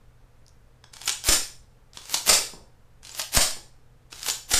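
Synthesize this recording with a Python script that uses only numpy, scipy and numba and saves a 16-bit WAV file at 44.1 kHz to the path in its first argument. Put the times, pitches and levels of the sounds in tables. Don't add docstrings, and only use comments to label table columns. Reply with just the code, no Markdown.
import sys
import numpy as np
from scipy import signal
from scipy.fft import rfft, irfft, next_fast_len
from scipy.io import wavfile
from scipy.ndimage import uniform_filter1d
from numba import njit

SR = 44100
rng = np.random.default_rng(int(sys.argv[2]) if len(sys.argv) > 2 else 0)


def wav_out(sig):
    wavfile.write(sys.argv[1], SR, np.round(np.clip(np.atleast_2d(sig).T, -1, 1) * 32767).astype(np.int16))


N = 202419
TIME = np.arange(N) / SR


# (release time [s], full-speed rub level [dB],
# feed time [s], feed level [dB], slam time [s], slam level [dB], rattle time [s], rattle level [dB])
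RETURNS = [(1.229, -23.5, 1.308, -11, 1.285, 1.5, 1.318, 1.5),
           (2.245, -22, 2.2763, -6.5, 2.290, 5, 2.326, 2.5), (3.313, -22, 3.348, -8, 3.362, 0, 3.406, 0.5),
           (4.476, -26.5, 4.5128, -8.5, 4.534, 1.5, 4.568, -3)]
# (time [s], relative knock level [dB],
# relative push pressure [1], relative sway pressure [1], sway frequency [Hz])
JOLTS = [(1.288, -8, 0.19, .11, 6.5), (2.299, -7, 0.036, 0.052, 8.2), (3.372, -3.5, 0.24, 0.13, 4.67),
         (4.540, -11, -0.084, 0.098, 8.8)]
SPEED_POWER = 1.35


def run_home(feed_weight_db=1.5, slam_weight_db=-3.0, rattle_weight_db=-11, knock_weight_db=9):
    effort = np.zeros(N)
    feeds, slams, rattles = [], [], []
    for release_s, rub_db, feed_s, feed_db, slam_s, slam_db, rattle_s, rattle_db in RETURNS:
        speed = np.clip((TIME - release_s) / (slam_s - release_s), 0, 1) * (TIME < slam_s)
        effort += undb(rub_db) * speed ** SPEED_POWER
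        feeds.append((feed_s, feed_db, feed_weight_db))
        slams.append((slam_s, slam_db, slam_weight_db))
        rattles.append((rattle_s, rattle_db, rattle_weight_db))
    knocks = [(s, db, knock_weight_db) for s, db, *_ in JOLTS]
    rub = undb(-1.0) * scrape(effort, grain_db=3.0, judder_db=0.2, hiss_db=-1.9, hiss_from_db=-52.0)
    feed_and_slam = shut_blows(feeds, t60=0.035) + shut_blows(slams, t60=0.049)
    knock_and_rattle = shut_blows(knocks, t60=0.011) + shut_blows(rattles, t60=0.083)
    return rub + feed_and_slam + knock_and_rattle


# (frequency [Hz], relative level [dB])
SHUT_COLOUR = [(70, -15.5), (190, -3.5), (460, -5.5), (1150, -7), (2000, -6.5), (4000, -5.5), (5150, 0),
               (6400, -4), (7200, -3.5), (9500, -3.5), (9900, -15.5), (11800, -16.5), (12400, -12.5),
               (15000, -21)]
# (frequency [Hz], relative level [dB], t60 before hand damping [s])
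SHUT_MODES = [(1400, -12.5, 0.12), (1734, -11.5, 0.54), (2650, -9, 0.13), (3050, -1.5, 0.11),
              (4650, -9, 0.12), (4600, -6, 0.19), (4930, -11, 0.24), (5025, 0, 0.12), (5440, -5.5, 0.26),
              (5230, -4.5, 0.29), (5400, 0, 0.24), (5260, -11, 0.82), (5530, -6.5, 0.58),
              (6200, -2.5, 0.14), (7130, 2, 0.23), (7170, 4, .25), (7650, 2.5, 0.34), (7100, -3, 0.18),
              (7800, -9.5, 0.17), (9500, -6, .08), (9650, -0.5, .1)]


def shut_blows(events, t60):
    struck = blows(events, SHUT_COLOUR, SHUT_MODES, weight_hz=1210, t60=t60, ring_db=-7.5, detune=0.0012)
    return undb(10) * struck


# (pull start time [s], rear stop time [s],
# slow rub level [dB], full-speed rub level [dB], stop blow level [dB], ejection time [s], ejection level [dB])
DRAWS = [(0.921, 1.0753, -50.5, -33, -6.5, 1.093, -6), (1.933, 2.1407, -48, -28, -4, 2.173, -16),
         (3.022, 3.194, -49.5, -31.5, -10.5, 3.216, -14.5), (4.10, 4.283, -46, -28, -9.5, 4.2995, -8.5)]
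# (time [s], relative level [dB], low-end weight [dB])
CATCHES = [(.840, -49, 25.5), (.9372, -26.5, -6), (.967, -30.5, 6.5), (1.0152, -23.5, 4.5),
           (1.2386, -19.5, -4.5), (1.9715, -24, 8), (2.055, -30, -9.5), (2.0953, -23, 6.5), (3.049, -29, 2),
           (3.0695, -28.5, -9), (3.0925, -27, -3), (3.1485, -25, 6), (3.508, -20, 0), (4.1272, -28.5, 14),
           (4.193, -28, -3), (4.230, -17.5, -12), (4.2625, -17, 8)]
TAKE_UP_S = 0.02
RUSH_S, STALL_S = .022, 0.018
BOUNCE_S, BOUNCE_DB = .007, -6.5


def draw_back(stop_weight_db=5.0, eject_weight_db=-11):
    effort = np.zeros(N)
    stops, ejections = [], []
    for pull_s, stop_s, creep_db, rush_db, stop_db, eject_s, eject_db in DRAWS:
        take_up = np.clip((TIME - pull_s) / TAKE_UP_S, 0, 1)
        speed = np.exp(np.minimum(TIME - stop_s, 0) / RUSH_S)
        stall = np.exp(-np.maximum(TIME - stop_s, 0) / STALL_S)
        effort += take_up * (undb(creep_db) + undb(rush_db) * speed) * stall
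        stops.append((stop_s, stop_db, stop_weight_db))
        ejections.append((eject_s, eject_db, eject_weight_db))
        ejections.append((eject_s + BOUNCE_S, eject_db + BOUNCE_DB, eject_weight_db))
    rub = undb(-3.0) * scrape(effort, grain_db=2.5, judder_db=2.0, hiss_db=1.5, hiss_from_db=-39.5)
    clicks = open_blows(CATCHES, t60=.014) + undb(10.5) * small_catches()
    return rub + clicks + open_blows(stops, t60=0.031) + open_blows(ejections, t60=.012)


# (frequency [Hz], relative level [dB])
OPEN_COLOUR = [(90, -27), (200, -17.5), (700, -14.5), (920, -6.5), (1180, -13.5), (1620, -8), (1950, -13),
               (3000, -5), (3400, -4.5), (5200, -3), (6300, -5.5), (9000, -7.5), (10200, -17), (15000, -28)]
# (frequency [Hz], relative level [dB], t60 before hand damping [s])
OPEN_MODES = [(915, -10.5, 0.11), (1600, -7.5, 0.23), (2983, 5, 0.058), (3970, -8, .04), (5000, -6, .05),
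              (5480, -2, 0.079), (6820, 1.5, 0.11), (7230, 1, .08), (8770, -5, 0.038)]


def open_blows(events, t60):
    struck = blows(events, OPEN_COLOUR, OPEN_MODES, weight_hz=1400, t60=t60, ring_db=-14.5, detune=0.0019)
    return undb(11.0) * struck


TICKS_PER_S, TICK_DB, TICK_SCATTER_DB = 30, -34.5, 2


def small_catches(count=8):
    ticks = []
    for pull_s, stop_s, *_ in DRAWS:
        times = pull_s + (np.arange(count) + rng.random(count)) / TICKS_PER_S
        sizes = TICK_DB + TICK_SCATTER_DB * rng.standard_normal(count)
        ticks += [(s, db) for s, db in zip(times, sizes) if s < stop_s]
    return taps(ticks, OPEN_COLOUR, t60=0.01)


# (time [s], relative level [dB])
PINGS = [(1.0563, -24), (1.122, -19.5), (2.158, -25), (3.114, -33), (4.264, -22.5), (4.309, -17.5)]
# (frequency [Hz], relative level [dB], t60 before hand damping [s])
PING_MODES = [(7110, -6, 0.037), (6950, -2.5, .04), (7090, 1.5, 0.066), (7740, -2, 0.039),
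              (7300, -6.5, .025)]


def spring():
    out = np.zeros(N)
    for s, db in PINGS:
        add(out, s, undb(db) * ring(PING_MODES, TIME[:SR // 4], detune=0.0067))
    return out


# (time [s], relative level [dB], relative level of the first hop [dB])
KNOCKS = [(2.385, -21, -39), (2.533, -26, -37), (3.565, -29.5, -46.5)]
# (frequency [Hz], relative level [dB])
TABLE_COLOUR = [(80, -12.5), (250, -1), (450, -1), (650, -5), (900, -6.5), (2000, -28), (8000, -40)]
HOP_S, HOP_SHRINK, HOP_LOSS_DB = 0.042, .8, -2.5


def cartridges(count=3):
    hits = []
    for s, db, hop_db in KNOCKS:
        hits.append((s, db))
        for k in range(count):
            s = s + HOP_S * HOP_SHRINK ** k
            hits.append((s, hop_db + k * HOP_LOSS_DB))
    return taps(hits, TABLE_COLOUR, t60=0.031)


# (time [s], relative level [dB])
GRIP_TICKS = [(.4645, -48.5), (.4812, -46.5), (.492, -53)]
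# (frequency [Hz], relative level [dB])
GRIP_COLOUR = [(500, -23), (3000, -16), (4300, -4), (6200, 1), (7600, -9), (9500, -8.5), (11000, -22),
               (15000, -26)]


def grip_ticks():
    return undb(17.0) * taps(GRIP_TICKS, GRIP_COLOUR, t60=0.0077)


PUSH_S = .004
SWAY_LAG_S, SWAY_DECAY_S = 0.013, 0.071


def thumps(corner_hz):
    out, t = np.zeros(N), TIME[:SR // 2]
    for s, _, push, sway, sway_hz in JOLTS:
        add(out, s, push * (t / PUSH_S * np.exp(1 - t / PUSH_S)) ** 2)
        add(out, s + SWAY_LAG_S, -sway * np.sin(2 * np.pi * sway_hz * t) * np.exp(-t / SWAY_DECAY_S))
    return signal.sosfilt(signal.butter(1, corner_hz, "high", fs=SR, output="sos"), out)


# (frequency [Hz], relative level [dB])
RAIL_COLOUR = [(200, -13.5), (900, -5.5), (2000, -4.5), (3200, -3), (6000, -1.5), (7200, -2.5), (9000, -6),
               (11000, -11.5), (15000, -21)]
# (frequency [Hz], relative level [dB])
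HISS_COLOUR = [(200, -46.5), (6000, -16), (9500, -2.5), (11500, 1.5), (13000, -1), (15000, -3)]


def scrape(effort, grain_db, judder_db, hiss_db, hiss_from_db, judder_s=0.0036):
    effort = uniform_filter1d(effort, size=256)
    wander = np.interp(TIME / judder_s, np.arange(N), rng.standard_normal(N))
    judder = undb(judder_db * wander)
    present = rng.random(N) < .15
    sizes = undb(grain_db * np.minimum(rng.exponential(size=N), 4))
    catches = judder * rng.standard_normal(N) * present * sizes
    fast = effort ** 2 / (effort ** 2 + undb(hiss_from_db) ** 2)
    hiss = level(colour(judder * rng.standard_normal(N), HISS_COLOUR), hiss_db)
    return effort * (level(colour(catches, RAIL_COLOUR), 0) + fast * hiss)


def blows(events, spectrum, modes, weight_hz, t60, ring_db, detune):
    out, t = np.zeros(N), TIME[:SR // 2]
    for s, db, weight_db in events:
        crack = colour(chatter(t, t60), spectrum)
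        bass = signal.sosfilt(signal.butter(1, weight_hz, fs=SR, output="sos"), crack)
        weighted = crack + (undb(weight_db) - 1) * bass
        add(out, s, undb(db) * (weighted + undb(ring_db) * ring(modes, t, detune)))
    return out


def taps(events, spectrum, t60):
    out = np.zeros(N)
    for s, db in events:
        add(out, s, undb(db) * unit(colour(chatter(TIME[:SR // 4], t60), spectrum)))
    return out


HAND_T60_S = .7


def ring(modes, t, detune):
    hz, db, t60 = np.transpose(modes)[:, :, None]
    shift, phase = rng.standard_normal((2, len(hz), 1))
    tones = np.sin(2 * np.pi * (hz * (1 + detune * shift) * t + phase))
    partials = undb(db) * fade(t, t60) * tones
    return unit(np.sum(partials, axis=0) * fade(t, HAND_T60_S))


SWELL = 3.5


def chatter(t, t60):
    rise_s = SWELL * t60 ** 2
    return unit(rng.standard_normal(len(t)) * fade(t, t60) * (1 - np.exp(-t / rise_s)))


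# (frequency [Hz], t60 [s])
ROOM_T60 = [(100, 0.27), (400, 0.39), (1500, 0.35), (5000, 0.38), (9000, 0.36), (15000, 0.34)]


def room(x, build_s, count=24):
    size = next_fast_len(SR * 2 // 3)
    t, hz = TIME[:size], np.arange(size // 2 + 1) * SR / size
    edges = np.append(0, np.geomspace(250, SR / 2, 8))
    bands = np.array([(hz >= lo) & (hz < hi) for lo, hi in zip(edges, edges[1:])])
    t60 = along(ROOM_T60, (edges[1:] + edges[:-1]) / 2)[:, None]
    decays = fade(t, t60) * (1 - np.exp(-t / build_s))
    out = np.zeros(N)
    for part in np.array_split(np.arange(N), count):
        noise = irfft(bands * rfft(rng.standard_normal(size)), size)
        tail = np.sum(noise * decays, axis=0)
        add(out, TIME[part[0]], signal.fftconvolve(x[part], unit(tail)))
    return out


# (frequency [Hz], relative level [dB])
FLOOR_COLOUR = [(20, -2.5), (60, -8.5), (110, -15.5), (170, -20.5), (260, -25.5), (380, -31), (470, -22),
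                (600, -29), (900, -31), (1550, -34.5), (3000, -42), (5200, -45.5), (8200, -47.5),
                (15000, -53)]
# (frequency [Hz], relative level [dB])
HUM = [(59.5, -69), (122.5, -58)]
FLOOR_DB = -53.5


def background():
    hum = np.zeros(N)
    for hz, db in HUM:
        hum += undb(db) * np.sqrt(2) * np.sin(2 * np.pi * (hz * TIME + rng.random()))
    rumble = level(colour(rng.standard_normal(N), FLOOR_COLOUR), FLOOR_DB)
    return rumble + undb(-4) * hum


def undb(db):
    return 10 ** (np.asarray(db) / 20)


def unit(x):
    return x / np.sqrt(np.sum(x ** 2))


def level(x, db):
    return unit(x) * np.sqrt(len(x)) * undb(db)


def fade(t, t60):
    return np.exp(-np.log(1000) * t / t60)


def add(out, s, x):
    i = int(s * SR)
    out[i:i + len(x)] += x[:N - i]


def along(points, hz):
    f, value = np.transpose(points)
    return np.interp(np.log(hz + 1), np.log(f), value)


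def colour(x, points, size=4096):
    log_gain = along(points, np.arange(size // 2 + 1) * SR / size) * np.log(10) / 20
    cepstrum = irfft(log_gain)
    cepstrum[1:size // 2] *= 2
    cepstrum[size // 2 + 1:] = 0
    response = unit(irfft(np.exp(rfft(cepstrum))))
    return signal.fftconvolve(x, response)[:len(x)]


def scene():
    closing = run_home()
    drawing = draw_back() + undb(16) * spring()
    knocks = undb(10) * cartridges()
    grip = grip_ticks()
    sent = undb(-4.5) * drawing + undb(-1.0) * (closing + knocks) + undb(-9.0) * grip
    echoes = room(sent, build_s=.006)
    return (drawing + closing + knocks + grip + echoes + background())[None]


@njit
def follow(x, attack, release):
    out, e = np.empty(len(x)), 0.
    for i in range(len(x)):
        a = abs(x[i])
        e += (a - e) * (attack if a > e else release)
        out[i] = e
    return out


def record(dry):
    attack_s, release_s = 0.73, 0.35
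    ceiling_db, thump_drive_db, clip_db = -22, 13, -4.5
    low = thumps(corner_hz=1.5)
    envelope = follow(dry[0] + undb(thump_drive_db) * low, 1 / (attack_s * SR), 1 / (release_s * SR))
    held = dry / (1 + (envelope / undb(ceiling_db)) ** 4) ** (1 / 4)
    rounded = undb(clip_db) * np.tanh((held + low) / undb(clip_db))
    top_cut = signal.ellip(8, .2, 70, 14900, fs=SR, output="sos")
    return signal.sosfilt(top_cut, rounded)


dry = scene()
out = record(dry)
wav_out(out)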